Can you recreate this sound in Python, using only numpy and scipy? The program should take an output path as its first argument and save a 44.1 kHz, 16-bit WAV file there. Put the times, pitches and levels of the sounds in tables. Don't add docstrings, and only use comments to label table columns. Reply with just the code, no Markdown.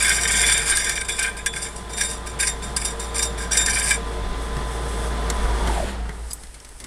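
import sys
import numpy as np
from scipy import signal
from scipy.fft import rfft, irfft, next_fast_len
from scipy.io import wavfile

SR = 44100
rng = np.random.default_rng(int(sys.argv[2]) if len(sys.argv) > 2 else 0)


def boost(x):
    u = np.asarray(x, float) / 20
    return 10 ** u


def generate_wav(signal):
    frames = np.transpose(np.atleast_2d(signal))
    scaled = np.clip(frames, -1, 1) * 32767
    pcm = np.round(scaled).astype(np.int16)
    wavfile.write(sys.argv[1], SR, pcm)


N = 302526
TIME_S = np.arange(N) / SR

# time_s, gain_db
MICROPHONE_GAIN = [(0, -8.5), (.48, -6), (.6, -9), (1.02, -13), (1.7, -14), (1.9, -11.5), (3.47, -5.5),
                   (3.86, -5.5), (4.78, -3), (5.4, 1), (5.668, 3)]


def rms_one(x):
    return x / np.sqrt(np.mean(x ** 2) + 1e-20)


def in_time(rows):
    time_s, *columns = np.transpose(rows)
    return [np.interp(TIME_S, time_s, column) for column in columns]


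def drift(rate_hz):
    r = np.exp(-40 * np.pi * rate_hz / SR)
    white = rng.standard_normal(N // 20 + 2002)
    slow = signal.lfilter([1], [1, -2 * r, r * r], white)[2000:]
    return np.interp(np.arange(N) / 20, np.arange(len(slow)), rms_one(slow))


def colour(x, spectrum):
    hz, level_db = np.transpose(spectrum)
    grid_hz = np.arange(1, N // 2 + 2) * SR / N
    gain_db = np.interp(np.log(grid_hz), np.log(hz), level_db, -120, -120)
    return rms_one(irfft(rfft(x) * boost(gain_db), N))


def resonate(x, hz, width_hz):
    r = np.exp(-np.pi * max(width_hz, 1) / SR)
    zeros = np.array([1, 0, -1]) * (1 - r * r) / 2
    return signal.lfilter(zeros, [1, -2 * r * np.cos(2 * np.pi * hz / SR), r * r], x + 1e-18)


def dying(start_s, peak_db, t60_s, rise_s=0.00039):
    out = np.zeros(N)
    t60_s = max(t60_s, .004)
    first = int(start_s * SR) + 1
    since = np.arange(first, min(first + int(2 * t60_s * SR), N)) / SR - start_s
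    out[first:first + len(since)] = boost(peak_db - 60 * since / t60_s) * np.minimum(since / rise_s, 1)
    return out


def cut():
    # start_s, peak_db, sheet flex_db re peak, burst t60_s
    snatches = [(0.0905, -14, -4, 0.036), (0.248, 0, -2, 0.029), (0.5781, -4.5, -26.5, 0.031),
                (0.7537, -3, -23, 0.035), (0.893, 0, -35, 0.024), (1.0093, -5, 2.5, 0.032),
                (1.045, -14.5, -7, 0.096), (1.082, -3.5, 7, 0.066), (1.188, 6, -10, 0.037),
                (1.225, -2, -25, 0.06), (1.458, 0.5, -4, 0.059), (1.56, -1.5, 3, 0.035),
                (1.615, -3, -8.5, 0.049), (1.9305, -7, -8, 0.027), (1.977, -18, -1, 0.074),
                (2.004, 0.5, -4, 0.09), (2.3964, 2.5, -15, 0.048), (2.426, 6.5, -13.5, 0.038),
                (2.4684, 1, -21, 0.071), (2.7623, 4.5, -16, 0.049), (2.8145, -4, 1, 0.021),
                (2.8469, 2, -15, 0.055), (3.1562, -5, -13, 0.05), (3.19, 7, -6, 0.022),
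                (3.223, 3, -21, 0.067), (3.5148, 0, -3.5, 0.057), (3.5694, 4, -31, 0.064),
                (3.6586, -3.5, 2, 0.047), (3.688, -6, 5, 0.041), (3.904, -2, 4, 0.029)]
    # pitch_hz, level_db per Hz
    scrape_spectrum = [(760, 2), (1300, 5.5), (1580, -22), (2810, 8), (3570, -16.5), (4010, -104),
                       (4690, 20.5), (6680, -11), (9040, 18), (14900, -25), (15700, -52)]
    high, low, bar = contact()
    for start_s, peak_db, flex_db, t60_s in snatches:
        burst = dying(start_s, peak_db - 12, t60_s, rise_s=.007)
        high = high + burst
        low = low + burst * boost(min(flex_db, 1))
        bar = bar + burst * boost(-10.5)
    chips = (rng.random(N) < 11000 / SR) * boost(2.88 * rng.exponential(1, N)) * rng.choice([-1, 1], N)
    force = rms_one(chips) * boost(2.2 * drift(48))
    knock, crack, long_ring = burr_knocks()
    scrape = high * boost(-3.5) * colour(force, scrape_spectrum)
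    ringing = ring_steel(force, high, low, knock)
    return scrape + knock * crack + boost(29) * squeal(force * bar) + ringing + long_ring


def contact():
    # start_s, contact_s, scrape_db, sheet flex_db re scrape, squeal_db re scrape
    passes = [(0.0, .13, -19, -2.5, -17), (.13, 0.11, -22.5, -6, -15), (0.273, 0.25, -19, -4, -15),
              (.5, .13, -25.5, -1.7, -9), (.654, .165, -22.5, -5, -18), (0.842, 0.073, -23.5, -4, -14),
              (0.956, 0.0068, -24, -3, -13), (1.09, 0.14, -30, -10, -18), (1.18, 0.097, -30.5, 1.4, -15),
              (1.365, 0.015, -33.5, -2.5, -9), (1.529, 0.14, -33, -8.5, -16),
              (1.758, 0.0059, -34, -15, -18), (1.892, 0.028, -37, -11, -2), (1.965, 0.09, -29, -12, -4),
              (2.08, 0.046, -27.5, -18, -7.5), (2.259, 0.017, -31.5, -8.5, -15),
              (2.389, 0.079, -24, -6.5, -11), (2.62, 0.031, -33, -8, -7.5), (2.763, .13, -31.5, -11, -19),
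              (2.993, 0.037, -30, -12.5, -2.5), (3.142, 0.11, -27, -14.5, -10),
              (3.375, 0.053, -30, -8.5, -7), (3.509, 0.11, -23, -5.5, -5.5),
              (3.658, .288, -23.5, -7, -17.5)]
    bite_s = 0.0034
    light_bite = 0.47
    swell_db_per_s, lift_db_per_s = 4, 283
    break_through = 1.7
    gains = np.zeros((3, N))
    for start_s, hold_s, scrape_db, flex_db, squeal_db in passes:
        span = slice(int(start_s * SR), int((start_s + hold_s) * SR + SR / 2))
        since = TIME_S[span] - start_s
        lift = lift_db_per_s * (break_through if start_s == passes[-1][0] else 1)
        level_db = scrape_db + swell_db_per_s * since - lift * np.maximum(since - hold_s, 0)
        rise_s = bite_s * boost(light_bite * (-35 - scrape_db))
        bite = np.clip(since / rise_s + (start_s == 0), 0, 1)
        balance = boost(np.array([[0], [flex_db], [squeal_db]]))
        gains[:, span] = np.maximum(gains[:, span], bite * boost(level_db) * balance)
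    return gains


def ring_steel(force, high, low, knock):
    steel_hz = [1580, 1640, 1800, 1910, 2110, 2250, 2330, 2480, 3040, 3480, 3640, 4700, 5230, 5745, 6330,
                6840, 7360, 7910, 8350, 8690, 8862, 9182, 9650, 10200, 10555, 11000, 12300, 13600]
    # width_hz, level_db
    steel_modes = [(39.6, 5.5), (55.556, 2), (77.6, -2), (61, -7), (66.6, -3.5), (46.296, -2), (54.6, 1.5),
                   (76.4, -5.5), (111, -11), (59.7, -5.5), (78, -8), (167, -17), (55.556, -25), (59, -7.5),
                   (74.074, -24), (61.56, -15.5), (111, -10.5), (216, -12.5), (50, -13.5), (70, -15),
                   (19.6, -1.5), (25, -36), (30, -17), (50, -31), (48.6, -10.5), (70, -17), (110, -36),
                   (237.6, -32)]
    sheet_lag = 900
    out = np.zeros(N)
    for k, (hz, (width_hz, level_db)) in enumerate(zip(steel_hz, steel_modes)):
        is_sheet = hz < 4000
        drive = low * boost(18.5) if is_sheet else high * boost(20.0)
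        flare_db = level_db + 1.9 * drift(27.4) + 2.5 * drift(2.83)
        drive = (drive + knock * boost(8.0)) * boost(flare_db)
        out += (-1) ** k * resonate(np.roll(force, sheet_lag * is_sheet) * drive, hz, width_hz)
    return out


def burr_knocks():
    # start_s, peak_db, long bar ring_db
    knocks = [(.358, -14, -44), (.578, -5, -44), (.7712, -2.5, -40), (.845, -14, -44), (.895, -6.5, -40),
              (1.094, -14, -27), (1.461, -7, -26), (3.225, -15, -44), (3.571, -7, -38), (3.661, -15, -44),
              (3.908, -8, -38)]
    ring_hz, ring_t60_s = 3445, .45
    blow = sum(dying(s, peak_db - 6, .022, rise_s=.0001) for s, peak_db, ring_db in knocks)
    crack_spectrum = [(1200, -3), (3000, -13.5), (9000, 4), (12000, -10), (16000, -26)]
    crack = colour(rng.standard_normal(N), crack_spectrum)
    ring = sum(dying(s, ring_db, ring_t60_s, rise_s=0.0016) for s, peak_db, ring_db in knocks)
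    return blow, crack, ring * np.sin(2 * np.pi * ring_hz * TIME_S)


def squeal(force):
    # multiple, level_db
    overtones = [(1, 0.5), (2, 2.5), (3, -7), (4, -20)]
    squeal_hz, width_hz = 3662, 9.1
    swing = signal.hilbert(resonate(force, squeal_hz, width_hz), next_fast_len(N))[:N]
    size, phase = np.abs(swing), np.angle(swing)
    out = np.zeros(N)
    for multiple, level_db in overtones:
        out += size * boost(level_db + 1.4 * drift(2.7)) * np.cos(round(multiple) * phase)
    return out


def clinks():
    # start_s, peak_db, ring pitch_hz, ring t60_s, thud_db re peak
    clink_hits = [(4.567, -19, 2760, 0.029, -8), (5.3005, -10, 7600, 0.053, -13),
                  (5.673, -19.5, 3110, 0.077, -2.5), (6.0924, -27, 3230, 0.048, 1),
                  (6.304, -29, 7700, 0.036, -12), (6.3098, -42, 8100, 0.031, -28),
                  (6.3154, -23, 7900, 0.035, -30), (6.3316, -41, 10000, 0.008, -37),
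                  (6.435, -26, 9200, 0.038, -13.5), (6.4694, -35, 9750, 0.04, -19),
                  (6.542, -30.5, 9020, 0.13, -14.5), (6.6014, -30.5, 5540, 0.044, -18),
                  (6.6472, -28.5, 9660, 0.075, -18), (6.6897, -29, 9900, 0.045, -31),
                  (6.801, -26, 9440, 0.11, -14), (6.8405, -24, 7950, 0.075, -15)]
    white = rng.standard_normal(N)
    crack = colour(white, [(2000, 1), (4000, 4.5), (9500, 3.0), (12000, -8), (15800, -22)])
    thud = colour(white, [(90, 7), (300, -2.0), (900, -9.5), (2200, -6.5)])
    out = np.zeros(N)
    for start_s, peak_db, hz, t60_s, thud_db in clink_hits:
        out += dying(start_s, peak_db - 8, 0.69 * t60_s) * crack
        out += dying(start_s, peak_db + thud_db - 0.5, 2.2 * t60_s) * thud
        out += dying(start_s, peak_db - 6.5, 0.48 * t60_s) * np.sin(2 * np.pi * hz * (TIME_S - start_s))
    return out + slug(white) + bumps()


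def slug(white):
    # pitch_hz, level_db, t60_s
    disc_modes = [(4915, -2, .11), (6300, -12, .04), (7780, -1, .09), (9570, -7, .04), (9950, -3, .035),
                  (11900, -19, .09), (13200, -22, .025), (14300, -22, .035), (15200, -27, .025)]
    # start_s, level_db, hardness_db per octave
    disc_hits = [
        (6.309, -27, -3),
        (6.332, -19, 36),
    ]
    tick = colour(white, [(3500, -15), (5000, -8), (10000, 5.0), (15800, -18)])
    out = np.zeros(N)
    ends_s = [disc_hits[1][0], TIME_S[-1]]
    for (start_s, hit_db, hard_db), end_s in zip(disc_hits, ends_s):
        for hz, level_db, t60_s in disc_modes:
            mode_db = hit_db - 3 + level_db + hard_db * min(np.log2(hz / 9000), .15)
            ring = np.sin(2 * np.pi * hz * (TIME_S - start_s)) * (TIME_S < end_s)
            out += dying(start_s, mode_db, t60_s) * ring
        out += dying(start_s, hit_db - 5 + hard_db / 9, .025) * tick
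    return out


def bumps():
    # start_s, pitch_hz, level_db, t60_s
    dull_bumps = [
        (4.56, 132.5, -21, 0.25),
        (5.861, 197, -30, .9),
        (5.99, 726, -37, 0.66),
        (6.29, 1150, -40, 0.17),
        (6.63, 1010, -46, 0.14),
        (6.8, 398, -45, .3),
        (6.811, 230, -43.5, .3),
        (6.83, 1100, -45, .15),
    ]
    out = np.zeros(N)
    for start_s, hz, level_db, t60_s in dull_bumps:
        tone = np.sin(2 * np.pi * hz * (TIME_S - start_s))
        out += dying(start_s, level_db, t60_s, rise_s=0.0078) * tone
    return out


def slide():
    # time_s, hiss level_db
    push = [(4.27, -48), (4.55, -43), (4.66, -47), (4.72, -38.5), (5.03, -40), (5.12, -43.5), (5.75, -38.5),
            (5.92, -50), (6.12, -54), (6.31, -46.5), (6.74, -50), (6.86, -43)]
    # pitch_hz, level_db per Hz
    hiss_spectrum = [(2940, -21), (5000, 7), (5660, 6), (7090, 3.5), (8190, 13), (10400, 9), (11000, 3),
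                     (12000, -4.5), (15700, -21)]
    # pitch_hz, level_db per Hz
    air_spectrum = [(710, -37), (1200, -11), (1600, 8), (4360, 2), (6160, -14), (6860, 1), (7080, 1),
                    (9890, -1.5), (15700, -27)]
    shop_db, brake_db = -53.5, -39
    brake_s, brake_hold_s = 5.66, .24
    hiss = colour(rng.standard_normal(N), hiss_spectrum) * boost(in_time(push)[0] + 1.7 * drift(6.1))
    since = TIME_S - brake_s
    rub = np.clip(np.minimum(since / 0.049, (brake_hold_s - since) / .05 + 1), 0, 1)
    air_gain = boost(shop_db) + boost(brake_db) * rub
    return hiss + air_gain * colour(rng.standard_normal(N), air_spectrum) * boost(1.2 * drift(7.6))


def machine():
    gain_db, = in_time(MICROPHONE_GAIN)
    coast_s = np.maximum(TIME_S - 5.71, 0)
    return motor_hum(gain_db, coast_s) + gear_noise(gain_db, coast_s) + table_shakes()


def motor_hum(gain_db, coast_s):
    # time_s, hum level_db
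    lurches = [
        (6.04, -26),
        (6.235, -31.5),
    ]
    lurch_s, hum_hz = 0.066, 55.9
    hum_db, fade_db_per_s, rest_db = -22.5, 30, -43.5
    gain = boost(hum_db + gain_db - fade_db_per_s * coast_s * (1.5 + coast_s)) + boost(rest_db) * (coast_s > 0)
    for time_s, level_db in lurches:
        gain += boost(level_db) * np.exp(-((TIME_S - time_s) / lurch_s) ** 2)
    phase = 2 * np.pi * np.cumsum(hum_hz + 1.373 * drift(3.07)) / SR
    return np.sqrt(2) * np.sin(phase) * gain * boost(.5 * drift(5.1))


def gear_noise(gain_db, coast_s):
    # pitch_hz, level_db per Hz
    gear_spectrum = [(41, -34), (70, -32), (87, -10), (143, -13), (327, -16.5), (454, -12), (500, -18.5),
                     (763, -17), (1000, -16.5), (1100, -23), (1190, -18.5), (1960, -22.5), (2430, -30),
                     (3430, -29), (7000, -39.5), (9100, -58), (15400, -120)]
    # pitch_hz, width_hz, level_db re gears
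    housing = [(139, 7.7, -12), (189, 24, -9), (363.2, 2.3, -11), (458.3, 5.9, -3.5), (601, 24, -11.5),
               (702.6, 6.2, -10), (846, 0.9, -15), (1184, 16, -11), (3380, 130, -14.5), (3544, 21, -17)]
    # time_s, pitch_hz
    mesh_fall = [
        (5.3, 1016.5),
        (5.47, 985),
        (5.64, 935),
        (5.71, 880),
        (5.79, 700),
        (5.84, 605),
        (5.9, 590),
        (6.0, 400),
    ]
    gears_db, fade_db_per_s, rest_db = -29.5, 28.5, -50
    follow = 0.66
    mesh_db, unloaded_db, mesh_gone_s = -4, 6.5, 5.85
    slack_hz, rattle = 60, 3.2
    mesh_hz, = in_time(mesh_fall)
    speed = mesh_hz / mesh_hz[0]
    white = rng.standard_normal(N)
    noise = colour(white, gear_spectrum) * boost(0.5 + 0.74 * drift(37))
    for hz, width_hz, level_db in housing:
        ring = rms_one(resonate(white, hz, width_hz))
        noise += speed ** 3 * boost(level_db - 6 + 0.6 * drift(3.3)) * ring
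    loose = np.sqrt(np.abs(1 - speed))
    tone_db = mesh_db + unloaded_db * loose - 250 * np.maximum(TIME_S - mesh_gone_s, 0)
    wander_hz = (3 + slack_hz * loose * speed) * drift(52.4)
    mesh = np.sin(2 * np.pi * np.cumsum(mesh_hz + wander_hz) / SR) * boost(tone_db + 1.3 * drift(41))
    mesh *= 1 - loose + rattle * loose * drift(80)
    level_db = np.maximum(gears_db + follow * gain_db - fade_db_per_s * coast_s, rest_db)
    return boost(level_db) * (noise + mesh)


def table_shakes():
    # start_s, level_db
    shakes = [
        (.64, -44),
        (2.5, -39),
        (3.62, -37),
        (4.14, -25),
        (5.37, -21),
    ]
    band = signal.butter(2, [13, 40], "band", fs=SR, output="sos")
    rumble = rms_one(signal.sosfilt(band, rng.standard_normal(N)))
    swell = sum(dying(start_s, level_db, 1.5, rise_s=0.057) for start_s, level_db in shakes)
    return (boost(-41.5) + swell) * rumble


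def scene():
    return (cut() + machine() + slide() + clinks())[None]


def roll_off(x):
    return signal.sosfilt(signal.butter(12, 15850, fs=SR, output="sos"), x)


def record(dry):
    top_cut = signal.ellip(12, .3, 60, 15750, fs=SR, output="sos")
    rounded = 0.86 * np.tanh(dry / 1.053)
    return roll_off(signal.sosfilt(top_cut, rounded))


dry = scene()
out = record(dry)
generate_wav(out)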